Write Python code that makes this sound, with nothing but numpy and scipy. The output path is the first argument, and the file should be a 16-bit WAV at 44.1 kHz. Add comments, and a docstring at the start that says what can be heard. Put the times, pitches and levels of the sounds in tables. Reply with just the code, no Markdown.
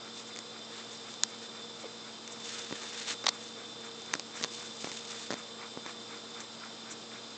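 """A kitten chases a cord over bed blankets in a quiet bedroom, close to a hand-held camcorder.
Paws rustle from the start (enveloped noise) and the cord ticks on the shell (excited resonances);
a creak follows at 1.8 s, dull thumps from 2.7 s, the densest clicks and thumps at 3.2 to 5.9 s,
then one last click at 6.4 s. Throughout lie filtered room air, sine hum lines, and the drive's
wavering whine, noise-band gears and rhythmic swish, which is strongest near 6 s."""
import sys
import numpy as np
from scipy import signal
from scipy.fft import rfft, irfft, next_fast_len
from scipy.io import wavfile

SR = 44100
rng = np.random.default_rng(int(sys.argv[2]) if len(sys.argv) > 2 else 0)


def unload_wav(signal):
    """Save mono or channel-first audio to the path in sys.argv[1] as 16-bit WAV at rate SR, clipped to [-1, 1]."""
    wavfile.write(
        sys.argv[1],
        SR,
        np.round(np.clip(np.atleast_2d(signal).T, -1, 1) * 32767).astype(np.int16),
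    )


N = 325017
TIME_S = np.arange(N) / SR

# Shell resonances, thump to tick. Each row: low edge in Hz, high edge in Hz, share of rattle
# against clean crack [0-1], mode in Hz, mode t60 in s, mode level against the broad part in dB.
SHELL_ZONES = [(154, 590, 0.2, 263, 0.083, -12), (596, 1560, 0.84, 1090, 0.029, -8),
               (1460, 2680, 1, 1960, 0.0088, -0.5), (3340, 4900, 0.87, 4150, 0.011, -8.5),
               (5180, 7840, 0.69, 6160, 0.0061, 3)]
# Spectrum of the fibres' hiss. Each row: frequency in Hz, relative level in dB.
FIBRE_HISS = [(1600, -22), (2800, -11.5), (3800, -11), (5000, -10), (7000, -9.5), (7900, -13.5),
              (8900, -20.5), (9500, -22)]


def from_db(db):
    """Amplitude factor of a level in dB."""
    return 10 ** (np.asarray(db) / 20)


def rms_one(x):
    """Scale to rms 1."""
    return x / np.sqrt(np.mean(x ** 2) + 1e-20)


def in_time(rows):
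    """Each column of a curve, interpolated at every sample."""
    s, *columns = np.transpose(rows)
    return [np.interp(TIME_S, s, column) for column in columns]


def white():
    """White noise, rms 1."""
    return rng.standard_normal(N)


def shaped(x, gain_at):
    """Filter by a gain that depends on frequency."""
    size = next_fast_len(N + 4096)
    hz = np.maximum(np.fft.rfftfreq(size, 1 / SR), 1)
    return irfft(rfft(x, size) * gain_at(hz), size)[:N]


def coloured(x, spectrum):
    """Give x a spectrum of (Hz, dB) points, log-frequency between them; rms 1."""
    points_hz, points_db = np.transpose(spectrum)

    def gain_at(hz):
        db = np.interp(np.log(hz), np.log(points_hz), points_db, left=-60, right=-60)
        return from_db(db)
    return rms_one(shaped(x, gain_at))


def drift(rate_hz):
    """Slow chance: low-passed noise, rms 1."""
    return rms_one(shaped(white(), lambda hz: 1 / (1 + (hz / rate_hz) ** 2)))


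def contacts(tail_s=0.011):
    """Each touch is a crack and a brief rattle that excite the shell's resonances."""
    size = 4096
    t = np.arange(size) / SR
    out = np.zeros(N + size)
    impulse = rms_one(1. * (t == 0))
    filters = [signal.butter(2, [low, high], "band", fs=SR, output="sos")
               for low, high, *_ in SHELL_ZONES]
    for start_s, levels_db, rattle_s, tail_db in touches():
        decay = np.exp(-t / rattle_s) + from_db(tail_db) * np.exp(-t / tail_s)
        rattle = rms_one(rng.standard_normal(size) * decay)
        at = int(start_s * SR)
        for k, (sos, zone, level_db) in enumerate(zip(filters, SHELL_ZONES, levels_db)):
            _, _, share, mode_hz, t60_s, mode_db = zone
            blow = (1 - share) * impulse + share * rattle
            broad = signal.sosfilt(sos, blow + 1e-18)
            # each resonance's pitch varies a little at random from touch to touch
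            hz = mode_hz * (1 + 0.054 * rng.standard_normal())
            ringing = np.cos(2 * np.pi * hz * t) * np.exp(-np.log(1000) * t / t60_s)
            mode = signal.sosfilt(sos, ringing)
            answer = unit_blow(unit_blow(broad) + from_db(mode_db) * unit_blow(mode))
            # neighbouring resonances swing in opposite senses
            out[at:at + size] += (-1) ** k * from_db(level_db) * answer
    return out[:N]


def touches():
    """Cord clicks and dull thumps as (s, dB per resonance, rattle s, tail dB), tilted by brightness."""
    # Cord on shell. Each row: start in s, level in dB before the resonance gain, brightness in
    # dB per octave, place in dB (raises and lowers alternate resonances), rattle decay in s.
    clicks = [(0.3617, -55, 0, -6, .0002), (0.372, -54.5, 4, 1, .0002), (0.3891, -50, 3.5, -4, .0002),
              (1.14, -55, 4, 0, 0.00055), (1.2351, -33, 6.5, -1, 0.00034), (2.277, -53.5, 3.5, -4, 0.00017),
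              (3.2405, -46, -2, 1.5, .005), (3.259, -47, 3.5, 0, .003), (3.266, -32.5, 1.8, 4, 0.0017),
              (3.2812, -43, 3, 0, .0022), (3.284, -41.5, 0.5, 5, 0.0013), (3.289, -33, 4.3, 2, .002),
              (4.1341, -49, 5, 0, 0.0019), (4.1379, -35, -1.6, -4, .00054), (4.196, -45.5, 4, 2, 0.00067),
              (4.4268, -47, 3, -1, .0003), (4.4333, -50, 6, 1, .0003), (4.4391, -38.5, 3.5, 2, 0.00054),
              (4.4455, -42, 1, 0, 0.00013), (6.4035, -51.5, 2, -2, .0008)]
    # Dull thumps on the shell, some under a cord click. Each row: start in s,
    # level in dB before the resonance gain, brightness in dB per octave.
    thumps = [(2.7101, -43, -5), (2.725, -36, -3), (3.244, -48.5, -7), (3.285, -53, -6), (4.138, -53, -15),
              (4.152, -40, -1.5), (4.196, -53, -13), (4.4122, -43.5, -2.4), (4.4333, -47, -15),
              (4.4455, -43, -13), (4.844, -37, -2.5), (4.8721, -41.5, -3), (4.916, -45.5, -0.7),
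              (5.3053, -34.5, -3), (5.3104, -45.5, -0.5), (5.3154, -43, -1), (5.3245, -38, -3),
              (5.3332, -42.5, -1.5), (5.34, -41.5, -1.5), (5.7734, -39, -6), (5.8626, -42.5, -2)]
    # How readily each resonance answers a click, thump to tick [dB].
    click_gain_db = [-22, 1, -2, 2.5, -0.5]
    # The same for a thump [dB].
    thump_gain_db = [-.5, -2.5, -2.5, .5, 0]
    click_pivot_hz, thump_pivot_hz = 2960, 300  # where levels are stated
    thump_rattle_s = .0008
    click_tail_db, thump_tail_db = -33, -22.5  # the shell shivers on, more after a thump
    mode_hz = np.array([zone[3] for zone in SHELL_ZONES])
    place_sign = np.array([0, 1, -1, 1, -1])
    for start_s, db, brightness, place_db, rattle_s in clicks:
        tilt_db = brightness * np.log2(mode_hz / click_pivot_hz)
        yield start_s, db + tilt_db + place_db * place_sign + click_gain_db, rattle_s, click_tail_db
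    for start_s, db, brightness in thumps:
        tilt_db = brightness * np.log2(mode_hz / thump_pivot_hz)
        yield start_s, db + tilt_db + thump_gain_db, thump_rattle_s, thump_tail_db


def unit_blow(x):
    """Scale a short sound to the energy of rms 1 over 10 ms."""
    return x / np.sqrt(np.sum(x ** 2) / (SR / 100))


def cloth(hiss_db=4.0, body_db=0, snags_per_s=1400, snag_share=0.76, catch_db=2.0):
    """Fibres slide with a hiss and a dense grain of tiny snags, catching unevenly, over a duller body."""
    # Paws drag over the blanket. Each row: fastest moment in s, rise in s, fall in s,
    # level in dB before hiss_db, body against that level in dB.
    strokes = [(0.175, 0.019, 0.043, -52.5, -6), (0.8, 0.093, 0.036, -60.5, 9.5),
               (0.92, 0.043, .08, -54, -6), (1.12, 0.099, 0.029, -56.5, -8), (1.43, 0.028, .05, -58.5, 3),
               (2.53, 0.11, 0.1, -47.5, -1.5), (2.86, 0.3, 0.14, -53.5, 2.5),
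               (3.01, 0.082, 0.089, -49.5, 3.5), (3.112, 0.045, 0.027, -40.5, 2.5),
               (3.44, 0.043, 0.08, -54.5, -6), (4.385, 0.018, 0.098, -51.5, 1.5),
               (4.535, .025, .07, -48.5, -17), (4.65, 0.084, 0.076, -53, -8),
               (4.84, 0.08, 0.072, -50.5, -15), (4.96, .06, 0.056, -51, -2.5), (5.11, 0.066, 0.08, -50, -7),
               (5.2, 0.058, 0.1, -52, -1), (5.88, 0.013, 0.021, -59, 9)]
    # The bedding never lies quite still. Each row: time in s, level in dB before hiss_db.
    stir = [(0, -64), (2.1, -62.5), (3.6, -61.5), (7.37, -62.5)]
    # Spectrum of the cloth's body. Each row: frequency in Hz, relative level in dB.
    body_spectrum = [(400, -14.5), (900, -12), (1700, -2.5), (2400, -7), (3200, -6.5), (4500, -4.5)]
    stir_body_db = -3  # relative to the stir level
    sliding = from_db(in_time(stir)[0])
    pressing = from_db(stir_body_db) * sliding
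    for peak_s, rise_s, fall_s, db, weight_db in strokes:
        level = from_db(db) * stroke(peak_s, rise_s, fall_s)
        sliding = np.hypot(sliding, level)
        pressing = np.hypot(pressing, from_db(weight_db) * level)
    snags = rms_one(white() * (rng.random(N) < snags_per_s / SR))
    hiss = from_db(hiss_db) * coloured(white() + snag_share * snags, FIBRE_HISS)
    body = from_db(body_db) * coloured(white(), body_spectrum)
    return from_db(catch_db * drift(60)) * (sliding * hiss + pressing * body)


def stroke(peak_s, rise_s, fall_s):
    """A paw speeds up and slows down again: a two-sided Gaussian."""
    away = (TIME_S - peak_s) / np.where(TIME_S < peak_s, rise_s, fall_s)
    return np.exp(-np.minimum(away ** 2, 20))


def claws(per_s=9, rms_db=-67):
    """Now and then a claw plucks a thread: random impulses with the fibres' spectrum."""
    plucks = (rng.random(N) < per_s / SR) * rng.uniform(.5, 1, N)
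    return from_db(rms_db) * coloured(plucks, FIBRE_HISS)


def creak():
    """The grip creaks softly: a rough tone swells, falls in pitch and dies away."""
    # Columns: start in s, first pitch in Hz, final pitch in Hz, rise in s, envelope peak in dB.
    start_s, high_hz, low_hz, rise_s, peak_db = (1.835, 620, 400, .009, -39)
    age = np.maximum(TIME_S - start_s, 0) / rise_s
    hz = low_hz + (high_hz - low_hz) * np.exp(-age / 2)
    tone = np.sin(2 * np.pi * np.cumsum(hz) / SR) * (1 + .6 * drift(250))
    envelope = from_db(peak_db) * age * np.exp(1 - age)
    # keep the creak free of low rumble
    no_rumble = signal.butter(4, 230, "high", fs=SR, output="sos")
    return signal.sosfilt(no_rumble, envelope * tone + 1e-18)


def drive(grain_db=3.0, uneven_db=4.5):
    """The motor whines; a turning part rubs its guide twice a turn and squeaks about once a turn."""
    # Rub level at the height of a swell, before grain. 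Each row: time in s, level in dB.
    rub_level = [(0, -56), (3.5, -52), (5.3, -51), (6.1, -47.5), (6.6, -51.5), (7.37, -50)]
    # Spectrum of the rub. Each row: frequency in Hz, relative level in dB.
    rub_spectrum = [(300, -37.5), (700, -5), (1350, 4), (1900, -2.5), (2300, 1.5), (3200, -18),
                    (6000, -15.5)]
    # Spectrum of the squeak. Each row: frequency in Hz, relative level in dB.
    squeak_spectrum = [(4800, -24.5), (5800, -0.5), (6500, -2.5), (7300, 1.5), (8500, -14.5)]
    # Whine. Columns: pitch in Hz and level in dB at motor level 0, pitch rise in Hz per motor dB.
    whine_tone = (3553, -55.5, 1.31)
    # Low note, same columns: pitch in Hz, level in dB, pitch rise in Hz per motor dB.
    drone_tone = (471, -57.5, 0.11)
    turn_s, first_rub_s = .507, .055
    squeak_every_s, first_squeak_s, squeak_db = .5104, .283, -51.5

    rub_gain = from_db(in_time(rub_level)[0] + grain_db * drift(150))
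    rub_swells = swells(first_rub_s, turn_s / 2, width_s=0.043)
    rub = rub_gain * rub_swells * coloured(white(), rub_spectrum)
    squeak_gain = from_db(squeak_db + uneven_db * drift(1.6))
    squeak_swells = swells(first_squeak_s, squeak_every_s, width_s=0.016)
    squeak = squeak_gain * squeak_swells * coloured(white(), squeak_spectrum)
    whine = motor_tone(whine_tone, wobble_hz=5, wander_hz=3.5, flutter_db=2.1)
    drone = motor_tone(drone_tone, wobble_hz=5, wander_hz=4, flutter_db=1.6)
    return rub + squeak + whine + drone + gears()


def motor_tone(tone, wobble_hz, wander_hz, flutter_db):
    """A sine whose pitch and level shake with the load on the motor."""
    # How strongly the motor sings. Each row: time in s, level in dB against its usual.
    motor_level = [(0, -1.5), (1.9, -0.5), (2.1, -5), (2.45, 3), (4.1, 0.5), (4.26, -6.5), (4.45, 1),
                   (5.6, 0), (6.35, -0.5), (6.55, -9.5), (7.37, -3)]
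    base_hz, base_db, hz_per_db = tone
    motor_db, = in_time(motor_level)
    wander, wobble, flutter = drift(2), drift(14), drift(22)
    hz = base_hz + hz_per_db * motor_db + wander_hz * wander + wobble_hz * wobble
    phase = 2 * np.pi * np.cumsum(hz) / SR
    return np.sqrt(2) * from_db(base_db + motor_db + flutter_db * flutter) * np.sin(phase)


def swells(first_s, period_s, width_s):
    """A smooth bump once in every period."""
    offset_s = (TIME_S - first_s + period_s / 2) % period_s - period_s / 2
    return np.exp(-(offset_s / width_s) ** 2)


def gears():
    """Unsteady meshing spreads each tone into a narrow noise band; thin camera tones join them."""
    # Blurred gear tones. Each row: centre in Hz, width in Hz, rms level in dB.
    gear_tones = [(468, 12, -67), (1290, 210, -65), (2150, 140, -72.5), (3120, 27, -65), (3580, 73, -57.5),
                  (4060, 230, -59.5), (4855, 100, -59)]
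    # Thin, steadier camera tones. Each row: centre in Hz, width in Hz, rms level in dB.
    thin_tones = [(1190, 8, -74), (1426, 10, -73), (2487, 10, -75), (4015, 10, -70), (4500, 10, -73.5),
                  (5566, 10, -70.5), (6508, 14, -72), (7579, 12, -67.5), (8419, 8, -75)]

    def peaks(hz):
        power = 0
        for centre_hz, width_hz, rms_db in gear_tones + thin_tones:
            height = from_db(2 * rms_db) * SR / (np.pi * width_hz)
            power = power + height / (1 + ((hz - centre_hz) / width_hz) ** 2) ** 2
        return np.sqrt(power)
    return shaped(white(), peaks)


def room():
    """Even air and microphone noise with steady mains and fan hum lines."""
    # Hum lines. Each row: frequency in Hz, rms level in dB.
    hum_lines = [(60, -90), (120, -68), (225, -58), (232, -68), (300, -69), (360, -72), (455, -70),
                 (682, -71.5)]
    # Spectrum of room air and microphone hiss. 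Each row: frequency in Hz, relative level in dB.
    air_spectrum = [(25, -41.5), (60, -20), (100, -11), (170, -1), (330, 3), (600, 0.5), (1200, -2),
                    (1950, -9), (2900, -8), (3700, -0.5), (4550, -10), (5300, -3), (6200, -14.5),
                    (7400, -7), (9500, -33.5)]
    air_rms_db = -49.5
    hum = np.zeros(N)
    for hz, rms_db in hum_lines:
        cycles = hz * TIME_S + rng.random()
        hum += np.sqrt(2) * from_db(rms_db) * np.sin(2 * np.pi * cycles)
    return hum + from_db(air_rms_db) * coloured(white(), air_spectrum)


def scene():
    """Sum all sources; one microphone feeds both channels."""
    mono = contacts() + cloth() + claws() + creak() + drive() + room()
    return np.tile(mono, (2, 1))


def record(dry):
    """The microphone's treble rolls off, then the top is cut steeply."""
    mic_top_hz, cutoff_hz = 8230, 9350
    rolloff = signal.butter(8, mic_top_hz, fs=SR, output="sos")
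    steep_cut = signal.cheby2(16, 60, cutoff_hz, fs=SR, output="sos")
    return signal.sosfilt(steep_cut, signal.sosfilt(rolloff, dry))


dry = scene()
out = record(dry)
unload_wav(out)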